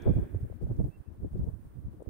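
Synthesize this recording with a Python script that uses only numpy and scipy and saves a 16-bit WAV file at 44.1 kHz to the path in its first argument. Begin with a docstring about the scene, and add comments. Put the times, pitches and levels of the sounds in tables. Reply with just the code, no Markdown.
"""Gusty wind buffets the two ports of a small microphone on a rocky dirt road in open country.
Shaped noise gives its rumble and flutter; eddies burst on each port as thumps and flutters, and damped
sines as pops. A scraping rustle, perhaps a truck on stones, is noise that dies away. Dry brush is
high noise over dull air, a few twigs or pebbles tick as noise bursts, and a far bird peeps as gliding sines."""
import sys
import numpy as np
from scipy import signal
from scipy.fft import rfft, irfft
from scipy.io import wavfile
from scipy.ndimage import uniform_filter1d

SR = 44100
rng = np.random.default_rng(int(sys.argv[2]) if len(sys.argv) > 2 else 0)


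def gain_from_db(level_db):
    """Turn a decibel level (scalar or array-like) into a linear amplitude factor."""
    decades = np.asarray(level_db, float) / 20
    return 10 ** decades


def generate_wav(sig):
    """Save sig (samples, or channels by samples) to the path in sys.argv[1] as 16-bit PCM at SR."""
    pcm = np.round(np.clip(np.atleast_2d(sig).T, -1, 1) * 32767).astype(np.int16)
    wavfile.write(sys.argv[1], SR, pcm)


N = 92169  # samples

# wind between the bursts: (time [s], rumble level [dB], flutter level [dB]), before low cuts and lumps
GUST_LEVELS = [(.02, -36, -48.5), (.35, -43, -55), (0.549, -43, -63.5), (.78, -40.5, -57),
               (.95, -45.5, -68), (1.16, -50.5, -64), (1.399, -42.5, -69), (1.62, -48, -70.5),
               (2.06, -53.5, -62)]
LUMP_DB, LUMP_S = 4.5, 0.018  # rms unevenness of the wind, smoothing window


def evened(x):
    """Scales to an rms of one."""
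    return x / np.sqrt(np.mean(x ** 2) + 1e-20)


def read(points, hz):
    """Reads a spectrum table on a log-frequency axis."""
    f, value = np.transpose(points)
    return np.interp(np.log(hz + 1), np.log(f + 1), value)


def add(mix, start_s, sound):
    """Mixes a sound in at a time, cut at the end of the mix."""
    part = mix[..., max(round(start_s * SR), 0):][..., :sound.shape[-1]]
    part += sound[..., :part.shape[-1]]


def coloured(points):
    """Two unrelated noises with the spectrum of a table, rms one."""
    gain = gain_from_db(read(points, np.fft.rfftfreq(N, 1 / SR)))
    white = rng.standard_normal((2, N))
    return evened(irfft(rfft(white) * gain, N))


def drift(window_s):
    """Slow chance of rms one, one track a port: noise smoothed twice."""
    size = round(window_s * SR)
    once = uniform_filter1d(rng.standard_normal((2, N)), size)
    return evened(uniform_filter1d(once, size))


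def wind_rumble():
    """Low turbulence noise follows the gust in lumps; a wind suppressor cuts it on each port at times."""
    # (frequency [Hz], relative density [dB])
    rumble_spectrum = [(12, -59), (20, -12.5), (75, 0), (140, -13), (250, -15.5), (400, -67)]
    # left port, then right: (start [s], end [s])
    port_low_cuts = [
        [(0, .035), (.27, .335), (.36, .4), (.9, .975), (1.02, 1.06), (1.58, 1.62), (1.76, 1.805),
         (2.015, 2.09)],
        [(.47, .622), (1.03, 1.115), (1.29, 1.312)],
    ]
    low_cut_db, low_cut_edge_s = -28, 0.01
    t = np.arange(N) / SR
    time_s, rumble_db, _ = np.transpose(GUST_LEVELS)
    cut = np.array([sum((t > a) & (t < b) for a, b in spans) for spans in port_low_cuts], float)
    cut = uniform_filter1d(cut, round(low_cut_edge_s * SR))
    level_db = np.interp(t, time_s, rumble_db) + low_cut_db * cut + LUMP_DB * drift(LUMP_S)
    return coloured(rumble_spectrum) * gain_from_db(level_db)


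def wind_flutter():
    """Turbulence noise above the rumble that follows the gust in quicker lumps."""
    # (frequency [Hz], relative density [dB])
    flutter_spectrum = [(150, -44.5), (290, 1), (1100, -32), (2500, -77.5)]
    time_s, _, flutter_db = np.transpose(GUST_LEVELS)
    level_db = np.interp(np.arange(N) / SR, time_s, flutter_db) + LUMP_DB * drift(LUMP_S / 2)
    return coloured(flutter_spectrum) * gain_from_db(level_db)


def scrape():
    """A gritty noise wash with three ringing bands, both dying away exponentially."""
    # (frequency [Hz], relative density [dB])
    wash_spectrum = [(650, -23.5), (1620, 0.5), (2400, -10), (3800, -25.5), (7000, -32.5), (9000, -71.5)]
    # (centre [Hz], width at half amplitude [Hz], relative level [dB])
    ring_bands = [(1625, 220, 0), (2380, 260, -2), (3400, 440, -5)]
    wash_db, wash_t60_s = -62, 2.25  # start level, decay
    ring_db, ring_t60_s = -61, 0.9  # start level before the bleed, decay
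    grit_db = 1.5
    t = np.arange(N) / SR
    hz = np.geomspace(800, 6000, num=400)
    rings = sum(gain_from_db(db) / (1 + (2 * (hz - f) / width_hz) ** 4) for f, width_hz, db in ring_bands)
    ringing = coloured(np.c_[hz, 20 * np.log10(rings)])
    ringing = ringing + 0.35 * ringing[::-1]  # each port bleeds into the other
    wash_level_db = wash_db - 60 * t / wash_t60_s + grit_db * drift(0.0074)
    ring_level_db = ring_db - 60 * t / ring_t60_s + grit_db * drift(0.0055)
    return coloured(wash_spectrum) * gain_from_db(wash_level_db) + ringing * gain_from_db(ring_level_db)


def air_and_brush():
    """Dull far air and the rising and falling hiss of dry brush: noises tilted between the ports."""
    # (frequency [Hz], relative density [dB])
    air_spectrum = [(180, -33.5), (300, -7.5), (600, -16.5), (1060, -20), (1710, -24.5), (2200, -31.5),
                    (7000, -45), (9000, -72)]
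    # (frequency [Hz], relative density [dB])
    hiss_spectrum = [(2350, -25), (7600, -7), (8600, -0.5), (10000, 0.5), (10600, -5.5), (14000, -3),
                     (15300, 6), (15700, 0.5), (15780, -70.5)]
    # (time [s], level [dB]), before swell and tilt
    hiss_levels = [(.2, -74), (.55, -78.5), (.85, -76.5), (1.05, -83), (1.45, -78), (2.06, -81)]
    # (frequency [Hz], left minus right [dB])
    side_tilt = [(2000, -3), (6500, 3), (9000, -8.5), (12000, -1)]
    air_db, swell_db = -68, 1.2  # before swell and tilt; rms of the swell
    hiss_db = np.interp(np.arange(N) / SR, *np.transpose(hiss_levels)) + swell_db * drift(0.022)[0]
    air = coloured(air_spectrum) * gain_from_db(air_db + swell_db * drift(0.057))
    both = air + coloured(hiss_spectrum) * gain_from_db(hiss_db)
    tilt_db = read(side_tilt, np.fft.rfftfreq(N, 1 / SR)) / 2
    return irfft(rfft(both) * gain_from_db([tilt_db, -tilt_db]), N)


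def tick(level_db, pitch_hz, pan_db):
    """A dry snap: a dying burst of band noise."""
    t60_s, width_hz, size = 0.025, 3000, 2048
    t = np.arange(size) / SR
    hz = np.fft.rfftfreq(size, 1 / SR)
    band = 1 / (1 + (2 * (hz - pitch_hz) / width_hz) ** 2)
    burst = evened(irfft(rfft(rng.standard_normal((2, size))) * band))
    sides = gain_from_db([[pan_db / 2], [-pan_db / 2]])
    return burst * gain_from_db(level_db - 60 * t / t60_s) * sides


def ticks(mix):
    """Twigs or pebbles snap at set times, each as band noise."""
    # (start [s], starting rms level before pan [dB], pitch [Hz], left minus right [dB])
    tick_rows = [(.0204, -62, 5800, 3), (.35, -69, 9000, -4), (.766, -72, 6000, 0), (.845, -73, 4000, -5),
                 (2.026, -69, 8640, -12)]
    for start_s, *settings in tick_rows:
        add(mix, start_s, tick(*settings))


def eddy(middle_s, width_s, level_db, pitch_hz, spread, steep):
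    """A short swirl of pressure: ragged noise around one pitch, swelling and dying."""
    block = 8192
    stretch, ragged_db, ragged_cycles = 1.4, 1.5, 1.87  # length per width, unevenness, its window
    low_cut = 0.45  # in pitches
    ratio = np.fft.rfftfreq(block, 1 / SR)[1:] / pitch_hz
    band = 1 / np.sqrt(1 + ((ratio - 1 / ratio) / spread) ** 2)
    band = band / (1 + (ratio / 2) ** steep) / (1 + (low_cut / ratio) ** 2)
    band = np.r_[0, band]  # no constant pressure
    size = min(round(stretch * width_s * SR), block)
    noise = rng.standard_normal((2, block))
    window = np.hanning(round(ragged_cycles * SR / pitch_hz))
    ragged = gain_from_db(ragged_db * evened(signal.fftconvolve(noise[1], window, "same")))
    swirl = (irfft(rfft(noise[0]) * band) * ragged)[:size]
    swirl = swirl * np.sin(np.pi * np.arange(size) / size) ** 1.28
    return middle_s - size / SR / 2, gain_from_db(level_db) * evened(swirl)


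def flutter_bursts(mix):
    """Eddies of narrow band, each with its own pitch, flutter on each port."""
    # left port, then right: (middle [s], width before stretch [s], rms level [dB], pitch [Hz])
    flutter_rows = [
        [(0.072, 0.042, -30.5, 398), (0.18, 0.061, -40.5, 365), (0.241, 0.034, -46.5, 351),
         (0.626, 0.025, -47.5, 420), (0.707, 0.025, -40.5, 338), (0.805, 0.027, -39, 307),
         (0.861, 0.049, -44, 317), (1.242, 0.055, -46.5, 322), (1.36, 0.043, -45.5, 306),
         (1.436, 0.051, -49.5, 330), (1.484, 0.049, -50, 427), (2.008, 0.022, -50.5, 430)],
        [(0.095, 0.039, -31, 328), (0.194, 0.095, -49.5, 355), (0.35, 0.028, -46, 302),
         (0.635, 0.05, -46.5, 315), (0.702, 0.024, -48.5, 339), (1.413, 0.061, -55.5, 323),
         (2.083, 0.017, -43, 278)],
    ]
    for port, rows in zip(mix, flutter_rows):
        for row in rows:
            add(port, *eddy(*row, spread=0.26, steep=3.7))


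def thumps(mix):
    """Low eddies of wide band thump on each port."""
    # left port, then right: (middle [s], width before stretch [s], rms level [dB])
    thump_rows = [
        [(0.075, 0.029, -25.5), (0.119, 0.033, -28.5), (0.164, 0.017, -27.5), (0.19, 0.021, -25),
         (0.349, 0.019, -34.5), (0.451, 0.046, -35), (0.515, 0.023, -39), (0.653, 0.027, -39.5),
         (0.704, 0.019, -31.5), (0.806, 0.032, -30.5), (0.855, 0.03, -31.5), (1.084, 0.028, -40),
         (1.204, 0.018, -40.5), (1.262, 0.054, -37), (1.35, 0.022, -31.5), (1.418, 0.051, -31),
         (1.47, 0.06, -40), (1.878, 0.058, -38.5), (1.985, 0.035, -47.5)],
        [(0.095, 0.057, -20.5), (0.175, 0.052, -25), (0.221, 0.045, -29.5), (0.343, 0.083, -31.5),
         (0.439, 0.031, -31.5), (0.648, 0.032, -31.5), (0.712, 0.043, -29), (0.803, 0.039, -24),
         (0.838, 0.04, -29.5), (0.895, 0.021, -36.5), (1.231, 0.025, -34), (1.401, 0.056, -31),
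         (1.481, 0.03, -33), (1.544, 0.059, -40.5), (1.785, 0.058, -39.5), (1.856, 0.032, -36.5),
         (2.082, 0.018, -33.5)],
    ]
    for port, rows in zip(mix, thump_rows):
        for row in rows:
            add(port, *eddy(*row, pitch_hz=78.9, spread=0.85, steep=2.016))


def pop(peak_db, pitch_hz):
    """A sudden push or pull on the port that rings for a cycle or two."""
    rise_cycles, ring_cycles = 0.5, 0.71  # time constants
    cycles = np.arange(2048) / SR * pitch_hz
    envelope = (1 - np.exp(-cycles / rise_cycles)) ** 2 * np.exp(-cycles / ring_cycles)
    ring = envelope * np.sin(2 * np.pi * cycles)
    push_or_pull = np.sign(rng.standard_normal())
    return push_or_pull * gain_from_db(peak_db) * ring / abs(ring).max()


def pops(mix):
    """Sharp pops of air on each port, as damped sines of either sign."""
    # left port, then right: (start [s], peak level [dB], pitch [Hz])
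    pop_rows = [
        [(.136, -31.5, 470), (.346, -28.5, 402), (.612, -32.5, 335), (.669, -36.5, 520), (.797, -33, 384),
         (1.244, -27, 261), (2.021, -31.5, 445), (2.061, -40.5, 476)],
        [(.499, -34.5, 410), (.525, -38.5, 537), (.801, -27.5, 465), (1.246, -25.5, 322), (1.333, -46, 615),
         (1.356, -31, 342)],
    ]
    for port, rows in zip(mix, pop_rows):
        for start_s, *settings in rows:
            add(port, start_s, pop(*settings))


def peep(length_s, level_db, top_hz):
    """A thin wavering whistle that glides up, swells late and sags a little."""
    bend, top_at, sag, swell = 0.1, 0.66, 0.07, 2.2  # top_at: share of the length
    waver_db = 3
    u = np.arange(0, length_s, 1 / SR) / length_s
    arch = np.sin(np.pi * u ** (np.log(0.5) / np.log(top_at)))  # peaks at top_at
    glide = np.where(u < top_at, bend * (1 - u / top_at), sag * (u - top_at))
    phase_turns = rng.random((2, 1)) * 0.19  # differs between the ports
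    turns = np.cumsum(top_hz * (1 - glide)) / SR + phase_turns
    waver = gain_from_db(level_db + waver_db * drift(0.01)[:, :len(u)])
    return waver * arch ** swell * np.sin(2 * np.pi * turns)


def bird(mix):
    """A far bird peeps, each call a gliding sine."""
    # (start [s], length [s], top amplitude before waver [dB], top pitch [Hz])
    peep_rows = [(.868, .116, -69, 2710), (1.0, .11, -84, 2660)]
    for start_s, *settings in peep_rows:
        add(mix, start_s, peep(*settings))


def scene():
    """Sums the wind, scrape, air, brush, ticks and bird on two ports."""
    mix = wind_rumble() + wind_flutter() + scrape() + air_and_brush()
    for source in (ticks, flutter_bursts, thumps, pops, bird):
        source(mix)
    return mix


def top_cut(x):
    """Nothing passes above the cut-off."""
    return signal.sosfilt(signal.butter(12, 16900, fs=SR, output="sos"), x)


def record(dry):
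    """Processes the finished mix for output."""
    return top_cut(dry)


dry = scene()
out = record(dry)
generate_wav(out)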